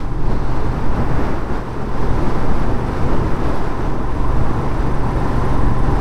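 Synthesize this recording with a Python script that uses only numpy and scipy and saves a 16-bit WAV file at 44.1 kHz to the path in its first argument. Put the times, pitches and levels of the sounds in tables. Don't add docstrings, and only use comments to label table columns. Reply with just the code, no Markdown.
import sys
import numpy as np
from scipy import signal
from scipy.fft import rfft, irfft
from scipy.io import wavfile
from scipy.ndimage import uniform_filter1d

SR = 44100
rng = np.random.default_rng(int(sys.argv[2]) if len(sys.argv) > 2 else 0)


def dump_mix(stems):
    frames = np.atleast_2d(stems).T
    limited = np.clip(frames, -1, 1)
    pcm = np.round(limited * 32767).astype(np.int16)
    wavfile.write(sys.argv[1], SR, pcm)


N = 264864
T = np.arange(N) / SR
FREQS = np.arange(N // 2 + 1) * SR / N


def exhaust(cycle, load_db):
    # multiple, level_db
    harmonics = [(1, -8.5), (2, 3.5), (3, -2), (4, -10), (5, 2), (6, -4), (8, -19), (9, -14.5), (10, -10),
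                 (12, -8.5), (13, -10), (15, -11.5), (16, -17)]
    drone = 0
    for multiple, db in harmonics:
        delay_turns = 0.13 * rng.standard_normal()
        amplitude = np.sqrt(2) * undb(db + 1.97 * walk(13.4))
        drone -= amplitude * np.cos(2 * np.pi * (multiple * (cycle - .9) + delay_turns))
    puff = ring(bursts(cycle, at=.86, decay=.42, scatter_db=0), [(267, 83, 0)])
    puff = undb(-10.5) * ring(puff, [(296, 660, 0)])
    return undb(-30.7 + .85 * load_db) * (drone + puff)


def piston_knock(cycle, load_db):
    # pitch_hz, width_hz, level_db
    crankcase = [(802, 22, 4.2), (915, 36, -1), (996, 34, 1.2), (1026, 24, 1.6), (1760, 140, -7)]
    rise_db_per_s = 1.0
    knock = ring(bursts(cycle, at=.6, decay=.7, scatter_db=.6), crankcase)
    return undb(-37.7 + .85 * load_db + rise_db_per_s * T) * ring(knock, [(950, 420, 0)])


def valve_taps(cycle, load_db):
    # pitch_hz, width_hz, level_db
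    valve_gear = [(9270, 130, -4), (9670, 120, -1), (10050, 130, 2), (10450, 250, -9)]
    early_db, full_at_s, rise_s = -7, 4.15, .3
    soften_db = early_db * np.clip((full_at_s - T) / rise_s, 0, 1)
    inlet = bursts(cycle, at=.5, decay=.18, scatter_db=1.5)
    outlet = bursts(cycle, at=.22, decay=.15, scatter_db=2)
    return undb(-64.2 + .5 * load_db + soften_db) * ring(inlet + .5 * outlet, valve_gear)


def cam_chain(cycle, load_db):
    # pitch_hz, width_hz, level_db
    modes = [(3590, 210, 3), (6080, 180, -1.5), (7410, 120, -6.5), (8460, 90, 1.5), (8660, 80, -6)]
    rise_db_per_s = .7
    rattle = bursts(cycle, at=.26, decay=2.4, scatter_db=1.5)
    return undb(-61.3 + .6 * load_db + rise_db_per_s * T) * ring(rattle, modes)


def wind(flow_db):
    # time_s, gain_db
    buffeting = [(0.0, -2.2), (0.28, 3.5), (0.45, -2), (.58, -1.5), (.7, 1.5), (.79, -3), (.88, 1.5),
                 (1.17, 3), (1.3, -2), (1.54, -3), (1.63, -9.5), (1.73, -8), (1.8, -3), (1.95, -1.5),
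                 (2.14, 2.5), (2.34, -1), (2.52, 2.5), (2.75, 1.5), (2.9, -4), (3.04, 2.5), (3.45, 1.5),
                 (3.58, -2), (4.05, -2.5), (4.32, 3), (4.72, -1), (4.95, 2), (5.1, 0), (5.85, 2), (6.0, 2)]
    # frequency_hz, density_db
    buffet_spectrum = [(1, 5), (4, 4.5), (9, 13.5), (16, -8), (30, -0.5), (45, -11), (65, -15.5),
                       (110, -14.5), (200, -25.5), (500, -70), (3000, -100)]
    # frequency_hz, density_db
    rush_spectrum = [(50, 4), (110, -2.5), (170, 1.5), (300, 1), (420, -1), (550, -6.5), (700, -9.5),
                     (1200, -14), (2500, -34), (6000, -82), (15000, -85)]
    push_db, = curves(buffeting)
    eddies = colour(rng.standard_normal(N), buffet_spectrum)
    eddies = 5 * np.tanh(eddies / 5)
    rush = colour(rng.standard_normal(N), rush_spectrum)
    coarse = lowpass(rush, cutoff_hz=330)
    fine = (rush - coarse) * undb(.3 * flow_db)
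    rumble = coarse * undb(.35 * push_db)
    flutter_db = .67 * walk(17)
    return undb(-22 + push_db) * eddies + undb(-24.5 + .72 * flow_db + flutter_db) * (rumble + fine)


def low_swells():
    # centre_s, half_length_s, level_db, pitch_hz
    swells = [(0.321, 0.054, -23.5, 209), (1.004, .05, -21.5, 69.6), (1.15, 0.049, -24, 95),
              (2.124, 0.065, -22, 90), (2.506, .04, -21, 84.1), (2.704, 0.051, -25, 259.9),
              (3.06, 0.074, -19.5, 86), (4.416, 0.034, -20, 79), (4.949, 0.046, -23, 80),
              (5.9, .04, -20, 99)]
    out = np.zeros(N)
    for centre_s, half_length_s, db, hz in swells:
        envelope = np.cos(np.pi / 2 * np.clip((T - centre_s) / half_length_s, -1, 1)) ** 2
        swell = envelope * bandpass(rng.standard_normal(N), hz, width_hz=1.5 * hz)
        out += undb(db) * swell * np.sqrt(np.sum(envelope ** 2) / np.sum(swell ** 2))
    return out


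def tyres(flow_db):
    # frequency_hz, density_db
    roar_spectrum = [(300, -19), (650, -5), (900, 0.6), (1100, -4.5), (1350, -6.5), (1750, -11.5),
                     (2100, -16), (2900, -23), (5000, -47)]
    # frequency_hz, density_db
    hiss_spectrum = [(1500, -7.5), (2700, -1.5), (3600, 2.5), (4000, 1.5), (4900, 1.5), (6100, -2.5),
                     (6500, -7), (7100, -9), (7800, -7), (9000, -13), (10500, -14.5), (12500, -19),
                     (15500, -25)]
    # time_s, gain_db
    spray = [(0, 8), (.07, 3), (.13, 4), (.35, 2), (.6, 0.5), (1.0, -1), (1.3, 0.3), (1.9, 1.5), (2.2, 0.8),
             (2.7, 0), (3.55, 0.5), (4.1, 0.5), (4.8, -0.2), (6, 0.5)]
    spray_db, = curves(spray)
    patches = undb(.6 * walk(6) + .4 * walk(30))
    sign_db = 2 * np.exp(-((T - 1.2) / .16) ** 2)
    roar = undb(-32 + .85 * flow_db + sign_db) * colour(rng.standard_normal(N), roar_spectrum)
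    droplets = rng.standard_normal(N) * undb(2 * rng.standard_normal(N))
    hiss = undb(-49.5 + 1.15 * flow_db + spray_db) * colour(droplets, hiss_spectrum)
    return patches * (roar + hiss)


def grit():
    # start_s, peak_db, pitch_hz
    stones = [(2.410, -44, 9500), (2.5965, -41, 10000), (2.728, -44, 9700), (3.367, -41, 9300),
              (3.4476, -43, 9580), (3.4795, -42, 9080), (3.491, -42, 9700), (3.5585, -35.5, 10700)]
    bounce_s = .0008
    out = np.zeros(N)
    for start_s, db, hz in stones:
        contact = np.zeros(N)
        contact[int(start_s * SR)] = 1
        contact[int((start_s + bounce_s) * SR)] = .5
        click = bandpass(contact, hz, width_hz=2500)
        out += undb(db) * click / np.abs(click).max()
    return out


def sizzle():
    start_s, attack_s, hold_s, fade_db_per_s = .18, .15, .06, 18
    attack = np.clip((T - start_s) / attack_s, 0, 1)
    fade_db = fade_db_per_s * np.maximum(T - start_s - attack_s - hold_s, 0)
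    return attack * undb(-54 - fade_db) * bandpass(rng.standard_normal(N), 4220, width_hz=750)


def patter():
    start_s, end_s, grains_per_s = 2.1, 3.7, 220
    stretch = uniform_filter1d(1. * ((T > start_s) & (T < end_s)), size=SR // 5)
    grains = (rng.random(N) < grains_per_s / SR) * undb(3 * rng.standard_normal(N))
    return undb(-66.5) * stretch * bandpass(grains, 9650, width_hz=1500)


def bursts(cycle, at, decay, scatter_db):
    since = cycle - at % 1 + 1
    strength = undb(scatter_db * rng.standard_normal(N))[since.astype(int)]
    return strength * np.exp(-(since % 1) / decay) * rng.standard_normal(N)


def ring(x, modes):
    response = sum(undb(db) * 1j * FREQS * width / (hz ** 2 - FREQS ** 2 + 1j * FREQS * width)
                   for hz, width, db in modes)
    return unit(irfft(rfft(x) * response, N))


def bandpass(x, hz, width_hz):
    mode = [(hz, width_hz, 0)]
    return ring(ring(x, mode), mode)


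def colour(x, spectrum):
    hz, db = np.transpose(spectrum)
    shaped = rfft(x) * undb(np.interp(np.log(np.maximum(FREQS, 1)), np.log(hz), db))
    return irfft(shaped, N) / np.std(irfft(shaped * (FREQS > 20), N))


def lowpass(x, cutoff_hz):
    return irfft(rfft(x) / (1 + (FREQS / cutoff_hz) ** 4), N)


def walk(rate_hz):
    return unit(lowpass(rng.standard_normal(N), rate_hz))


def curves(table):
    time_s, *columns = np.transpose(table)
    return [np.interp(T, time_s, column) for column in columns]


def undb(db):
    return 10 ** (np.asarray(db) / 20)


def unit(x):
    return x / np.sqrt(np.mean(x ** 2))


def scene():
    # time_s, firing_hz, load_db
    running = [(0, 23.85, -6.5), (.6, 24.37, 0), (1.1, 24.71, -1), (1.65, 25.07, -8), (1.92, 24.91, -3),
               (2.05, 24.84, 0), (2.4, 24.23, -5), (3.0, 24.5, -1), (3.75, 24.04, -5), (4.3, 23.88, 1),
               (4.6, 23.82, -1.5), (5.0, 23.97, 0.5), (5.55, 23.77, 3.5), (6.0, 23.78, 2)]
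    # time_s, flow_db
    airflow = [(0.0, -4), (0.17, -8.5), (0.33, -2), (.46, -3), (.57, 0.2), (.85, -0.6), (.98, 2),
               (1.1, -0.1), (1.25, 4), (1.34, 1.2), (1.45, -2.4), (1.56, 1), (1.63, -3.3), (1.8, -0.5),
               (1.9, -1.5), (1.98, 0), (2.23, 3), (2.55, 1.2), (2.7, 0.7), (2.82, 0.1), (2.95, 2),
               (3.14, 2.5), (3.38, 1.5), (3.52, 3), (3.7, 0.5), (3.9, -0.2), (4.08, -2), (4.3, -1.3),
               (4.55, 0.7), (4.67, 1), (5.1, 0.9), (5.5, 2), (5.78, -1.4), (5.97, 2.5)]
    firing_hz, load_db = curves(running)
    flow_db, = curves(airflow)
    jitter = 1 + .0025 * walk(15.4)
    cycle = np.cumsum(firing_hz * jitter) / SR
    engine = sum(part(cycle, load_db) for part in (exhaust, piston_knock, valve_taps, cam_chain))
    return (engine + wind(flow_db) + low_swells() + tyres(flow_db) + sizzle() + grit() + patter())[None]


def record(dry):
    top_hz, fade_s = 15650, .004
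    edges = np.clip(np.minimum(T, T[-1] - T) / fade_s, 0, 1)
    treble_cut = signal.ellip(12, .1, 80, top_hz, fs=SR, output="sos")
    return signal.sosfilt(treble_cut, dry * edges)


dry = scene()
out = record(dry)
dump_mix(out)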